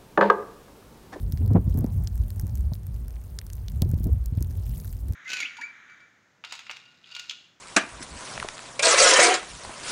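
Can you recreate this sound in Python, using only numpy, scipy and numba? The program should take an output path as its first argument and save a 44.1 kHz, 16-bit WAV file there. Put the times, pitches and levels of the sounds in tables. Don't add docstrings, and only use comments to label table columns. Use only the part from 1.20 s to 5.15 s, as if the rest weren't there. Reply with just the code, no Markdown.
import sys
import numpy as np
from scipy import signal
from scipy.fft import rfft, irfft
from scipy.io import wavfile
from scipy.ndimage import uniform_filter1d
from numba import njit

SR = 44100
rng = np.random.default_rng(int(sys.argv[2]) if len(sys.argv) > 2 else 0)


def store_wav(level_fs):
    pcm = np.round(np.clip(np.atleast_2d(level_fs), -1, 1) * 32767)
    wavfile.write(sys.argv[1], SR, pcm.T.astype(np.int16))


def volts_from_decibels(level):
    exponent = np.asarray(level, float) / 20
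    return 10 ** exponent


N = 174195


def level(x, db):
    return x * volts_from_decibels(db) / np.sqrt(np.mean(x ** 2))


@njit
def svf(x, hz, share):
    y, band, low = np.empty(len(x)), 0., 0.
    for i in range(len(x)):
        g = np.tan(np.pi * hz[i] / SR)
        v = (band + g * (x[i] - low)) / (1 + g * (g + share))
        band = 2 * v - band
        low = low + 2 * g * v
        y[i] = share * v
    return y


def resonate(x, hz, share):
    return svf(x, np.full(len(x), float(hz)), share)


def walk(rate):
    hold = int(SR / rate)
    steps = np.repeat(rng.standard_normal(N // hold + 1), hold)
    w = uniform_filter1d(uniform_filter1d(steps, hold), hold)[:N]
    return w / w.std()


def colour(x, table):
    hz, db = np.array(table).T
    f = np.fft.rfftfreq(len(x), 1 / SR) + 1
    return irfft(rfft(x) * volts_from_decibels(np.interp(np.log(f), np.log(hz), db)), len(x))


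def add(out, at_s, x):
    i = max(int(at_s * SR), 0)
    out[i:i + len(x)] += x[:len(out) - i]


# frequency [Hz], relative level [dB].
FLOOR_TONE = [(150, -22), (340, 12), (1400, -3.5), (2600, -10), (7000, -16), (13000, -51), (15800, -30),
              (16200, -39)]


def hiss():
    whine_hz, whine_width_hz = 8920, 100
    whine = resonate(rng.standard_normal(N), whine_hz, whine_width_hz / whine_hz)
    air = level(colour(rng.standard_normal(N), FLOOR_TONE), -61)
    return air * volts_from_decibels(0.09 * walk(31.05)) + level(whine, -74)


def eddy(hz, share, air):
    steady_s, steadiness = .08, .4
    centre = hz * np.exp(0.053 * walk(11))
    x = svf(svf(air, centre, share), centre, share)
    x = svf(x, centre, 0.79 * share)
    power = uniform_filter1d(x ** 2, int(steady_s * SR)) + 1e-12
    return level(x / power ** steadiness, 0)


# time in seconds [s], rumble level [dB], share of fast eddies [dB].
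GUST_FLOW = [(0, -24, -5), (.15, -26, -3.5), (0.331, -18.5, 0.5), (.43, -25.5, -1), (.59, -20, -1),
             (.76, -24, -2.5), (1.0, -24, -13), (1.07, -29.5, -1.5), (1.42, -24, -8.5), (1.56, -33.5, -7),
             (1.83, -32, -9.5), (2.15, -36, -7.5), (2.5, -31, -6), (2.64, -22.5, -5.5),
             (2.948, -23.5, -8.5), (3.05, -38.5, -17), (3.188, -26.5, -5.5), (3.95, -32.5, -9)]

# pitch [Hz], level [dB], how strongly it follows the fast share [dB per dB],
# flutter [dB].
EDDY_SIZES = [(58.77, -7, -0.8, 2.5), (86.66, -0.5, 0.48, 2), (131.5, -10, 0.81, 3), (263, -27.5, 1.53, 3),
              (422, -29.5, 1.1, 3.5), (800, -38.5, 0.71, 3.5)]


def wind():
    t = np.arange(N) / SR
    air = rng.standard_normal(N)
    s, rumble_db, fast_db = np.array(GUST_FLOW).T
    flow_db = np.interp(t, s, rumble_db) + 0.67 * walk(15)
    fast_db = np.interp(t, s, fast_db)
    out = np.zeros(N)
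    for hz, own_db, follow, flutter_db in EDDY_SIZES:
        eddy_db = flow_db + own_db + follow * fast_db + flutter_db * walk(21.934)
        out += eddy(hz, .68, air) * volts_from_decibels(eddy_db)
    return out


# centre in seconds [s], swell level [dB], length [s],
# sharp rasp level [dB].
BUFFET_HITS = [(0.216, -25, 0.015, -61), (0.305, -23.5, 0.007, -36.5), (0.321, -31, 0.0099, -45.5),
               (0.353, -17, 0.0058, -30), (0.367, -17.5, 0.013, -33), (0.472, -26, 0.01, -52),
               (0.552, -30.5, 0.01, -57.5), (0.587, -27.5, 0.017, -50.5), (0.625, -33, 0.0092, -47),
               (0.645, -21.5, 0.004, -31), (1.239, -33, 0.009, -64), (1.52, -34, 0.005, -52),
               (2.622, -20, 0.0066, -33.5), (2.658, -33.5, 0.0064, -77), (2.738, -29, 0.0023, -46),
               (2.775, -37, 0.0072, -67), (2.86, -26, 0.021, -62), (2.897, -40, 0.0044, -72),
               (3.135, -46, 0.019, -67), (3.178, -38, 0.0033, -44), (3.213, -33.5, 0.0057, -60),
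               (3.303, -35, 0.0083, -58.5), (3.903, -46.5, 0.12, -61)]


def buffets():
    rise = 0.44
    swell_hz, rasp_hz, swell_rough_db, rasp_rough_db = 185, 626, 4, 5
    t, swell, rasp = np.arange(N) / SR, np.zeros(N), np.zeros(N)
    for s, swell_db, length_s, rasp_db in BUFFET_HITS:
        age = (t - s) / max(length_s, .002)
        shape = np.exp(np.where(age < 0, age / rise, -age))
        swell += shape * volts_from_decibels(swell_db)
        rasp += shape * volts_from_decibels(rasp_db)
    air = rng.standard_normal(N)
    swell = swell * volts_from_decibels(swell_rough_db * walk(100)) * eddy(swell_hz, 1.287, air)
    rasp = rasp * volts_from_decibels(rasp_rough_db * walk(250)) * eddy(rasp_hz, 0.82, air)
    return swell + rasp


# time in seconds [s], signed pressure [full scale],
# half width [s].
VORTICES = [(0.137, -0.15, 0.0015), (0.293, -0.15, 0.0034), (0.355, 0.051, 0.00075), (.479, -0.28, 0.0017),
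            (0.54, 0.083, 0.0045), (0.602, 0.031, 0.0034), (.630, -.12, 0.0017), (0.6478, 0.14, 0.00092),
            (1.236, .1, 0.0017), (1.519, 0.026, 0.0048), (1.5222, -0.098, 0.0014), (2.6225, -0.26, 0.0007),
            (2.646, -0.18, 0.0023), (2.7375, -0.27, 0.0011), (2.806, 0.11, 0.0011), (2.8573, 0.099, 0.0017),
            (3.126, -0.11, 0.0015), (3.1774, -0.19, 0.0014), (3.2108, -0.12, 0.0023),
            (3.3103, -0.049, 0.0026), (3.495, -0.073, 0.0018), (3.9071, -0.14, 0.0028)]


def thumps():
    t, push = np.arange(N) / SR, np.zeros(N)
    for s, pressure, half_s in VORTICES:
        push += pressure / np.cosh(np.clip(1.5 * (t - s) / half_s, -50, 50))
    return 0.52 * push + 1.94 * resonate(push, 100, 0.75)


def snap(noise, hz, share):
    snap_s, ring_s, ring_db, spiky_db, strike = 0.0005, 0.0035, -18, -2.5, 6.5
    t = np.arange(noise.shape[1]) / SR
    shape = np.exp(-t / snap_s) + volts_from_decibels(ring_db) * np.exp(-t / ring_s)
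    burst = noise[0] * volts_from_decibels(spiky_db * noise[1]) * shape
    burst = burst + strike * (t == 0)
    hz = min(hz, .42 * SR)
    x = resonate(resonate(burst, hz, share), hz, share)
    return x / np.sqrt(np.sum(x ** 2) / (.003 * SR))


# time in seconds [s], level [dB].
TICK_PATTER = [(0, -54.5), (.35, -57.5), (.6, -54), (1.1, -55), (1.8, -57.5), (2.4, -55.5), (3.15, -60),
               (3.6, -48), (3.95, -56.5)]


def ticks():
    ticks_per_s, low_hz, octaves, dull_db_per_octave = 440, 1670, 3.41, 1.5
    spread_db, swarm_db, flicker_db = 2, 2, 4
    out, count = np.zeros(N), int(ticks_per_s * N / SR)
    busy_db = np.interp(np.arange(N) / SR, *np.array(TICK_PATTER).T) + swarm_db * walk(35)
    draws, noises = rng.random((count, 3)), rng.standard_normal((count, 2, 160))
    for (when, pitch, size), noise in zip(draws, noises):
        octave = octaves * pitch ** .5
        size_db = np.minimum(-spread_db * np.log(size), 9)
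        dull_db = dull_db_per_octave * (octaves - octave)
        db = busy_db[int(when * N)] - 13.0 + size_db - dull_db
        add(out, when * N / SR, volts_from_decibels(db) * snap(noise, low_hz * 2 ** octave, .33))
    sizzle = level(resonate(rng.standard_normal(N), 14240, 0.81), -11)
    return out + sizzle * volts_from_decibels(busy_db + flicker_db * walk(220))


# time in seconds [s], body level [dB], bright edge level [dB], body pitch [Hz],
# low knock level [dB].
BIG_CRACKS = [(0.123, -45, -40.5, 5100, -61), (0.1745, -51, -58, 4250, -53.5),
              (0.2618, -57, -47, 4170, -79), (0.5752, -58, -43, 4700, -63), (0.5823, -61, -45, 5400, -67),
              (0.589, -69, -37.5, 5900, -58), (0.8379, -70, -46, 5600, -62),
              (0.8736, -36.5, -60, 4840, -59), (1.1045, -49, -44, 5030, -58.5),
              (1.197, -45, -39.5, 5960, -51.5), (1.3548, -48, -45, 5940, -65),
              (1.5357, -43.5, -57, 4330, -60), (1.668, -64, -46, 5700, -61),
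              (2.1882, -44.5, -60, 4260, -46), (2.1888, -32.5, -70, 5260, -66),
              (2.3014, -50, -52, 4460, -58.5), (2.333, -44, -49, 7200, -73), (2.3541, -64, -49, 4500, -81),
              (2.4835, -40.5, -53, 3900, -68), (2.6205, -32.5, -31, 4440, -67),
              (2.8428, -51.5, -41.5, 5000, -75), (3.0595, -45.5, -42, 5740, -65),
              (3.2257, -43, -38, 6650, -57), (3.6006, -49, -49, 5500, -64),
              (3.6467, -79, -43.5, 3800, -53.5)]

# time in seconds [s], body level [dB], bright edge level [dB], body pitch [Hz].
SMALL_FLAKES = [(0.0, -56, -55, 3180), (0.0303, -60, -54, 6500), (0.1278, -58, -51, 4900),
                (0.1814, -60, -70, 3700), (0.2779, -58, -48.5, 4730), (0.335, -56.5, -57, 5100),
                (0.3678, -59, -66, 1900), (0.444, -83, -54.5, 6900), (0.497, -61, -74, 5200),
                (0.5428, -57, -51, 5700), (0.6088, -59, -49, 5800), (0.6433, -58, -49, 4300),
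                (0.664, -53.5, -57, 5870), (0.7251, -69, -58, 5500), (0.846, -58, -59, 5870),
                (0.878, -58, -51, 5300), (0.9566, -58, -48, 6100), (0.9783, -57, -50, 5570),
                (1.037, -64, -54, 4180), (1.0828, -68, -49, 7300), (1.1613, -60, -53, 7260),
                (1.2133, -58, -46, 7500), (1.2685, -55, -50, 7300), (1.279, -62, -54, 5450),
                (1.296, -56, -75, 5300), (1.3744, -56, -54, 5300), (1.3817, -65, -52, 5300),
                (1.4086, -57.5, -56, 7200), (1.5422, -73, -45, 6500), (1.5483, -67, -49, 7300),
                (1.5533, -55, -51, 4400), (1.562, -72, -58, 3600), (1.6333, -61, -60, 6400),
                (1.7437, -61, -58, 6300), (1.7632, -62.5, -70, 3200), (1.882, -55, -50, 5900),
                (1.9068, -57.5, -58, 5370), (1.9576, -61.5, -69, 5100), (1.9654, -59.5, -70, 2720),
                (2.0157, -64, -59, 5400), (2.039, -61, -55, 7400), (2.2147, -50.5, -49, 2320),
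                (2.2666, -52.5, -49, 6240), (2.3284, -62, -57, 6600),
                (2.3678, -64, -54, 6300), (2.3815, -60.5, -93, 2700), (2.4999, -60, -51, 3600),
               (2.5195, -58, -53, 6100), (2.5595, -62, -60, 7040), (2.6247, -59, -58, 4400),
               (2.6499, -60, -59, 5200), (2.692, -61, -49.5, 6170), (2.7028, -68, -50, 6800),
               (2.7154, -52, -47.5, 6750), (2.7379, -57, -61, 2000), (2.7427, -57, -53, 4700),
               (2.7808, -63, -58, 5700), (2.787, -60, -60, 3900), (2.8333, -64, -47, 5700),
               (2.8528, -71, -50, 6600), (2.8702, -72, -47.5, 5600), (2.9293, -80, -46.5, 7500),
               (3.0411, -67, -60, 4600), (3.0831, -79, -57, 5500), (3.1365, -66, -68, 2800),
               (3.1524, -63, -60, 5070), (3.1744, -59, -52, 4640), (3.1855, -57, -93, 2630),
               (3.2077, -55, -51, 6700), (3.2464, -60, -51, 4000), (3.3089, -56.5, -60, 6200),
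               (3.3144, -60, -59, 5900), (3.3542, -63, -58, 3400), (3.4357, -63, -56, 4560),
               (3.458, -58, -59, 5700), (3.4663, -60, -51, 3580), (3.495, -59, -46, 4700),
               (3.507, -63, -57, 3750), (3.6537, -57, -49, 5940), (3.658, -58, -62, 4500),
               (3.6775, -55.5, -48, 5400), (3.7279, -53.5, -46, 7060), (3.7331, -60, -56, 3400),
               (3.7682, -60.5, -58, 4930), (3.8844, -55.5, -53, 7300), (3.8906, -63, -63, 3380),
               (3.924, -56, -48.5, 6900), (3.9348, -53.5, -56, 5430)]


def cracks():
    body_share, knock_hz, edge_hz, edge_width_hz = 0.81, 1580, 13500, 12500
    out, rows = np.zeros(N), list(BIG_CRACKS)
    for s, body_db, edge_db, hz in SMALL_FLAKES:
        rows.append((s, body_db, edge_db, hz, body_db - 6))
    noises = rng.standard_normal((len(rows), 2, 440))
    for (s, body_db, edge_db, hz, knock_db), noise in zip(rows, noises):
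        body = volts_from_decibels(body_db) * snap(noise, hz, body_share)
        knock = volts_from_decibels(knock_db) * snap(noise, knock_hz, 0.65)
        edge = volts_from_decibels(edge_db) * snap(noise, edge_hz, edge_width_hz / edge_hz)
        add(out, s - .0001, knock + edge - body)
    return out


def scene():
    hits = thumps()
    calm = 1 / (1 + 12 * uniform_filter1d(np.abs(hits), 600))
    return (hiss() + wind() * calm + buffets() + hits + ticks() + cracks())[None]


def band_limit(x):
    return signal.sosfilt(signal.butter(12, 16900, fs=SR, output="sos"), x)


def record(dry):
    mic_cut_hz, top_hz, above_top_db = 35, 15900, -38
    bass_cut = signal.butter(3, mic_cut_hz, "high", fs=SR, output="sos")
    x = np.tanh(1.628 * signal.sosfiltfilt(bass_cut, dry)) / 1.456
    top_cut = signal.ellip(8, .1, 40, top_hz, fs=SR, output="sos")
    low = signal.sosfiltfilt(top_cut, x)
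    return band_limit(low + volts_from_decibels(above_top_db) * (x - low))


dry = scene()
out = record(dry)
store_wav(out)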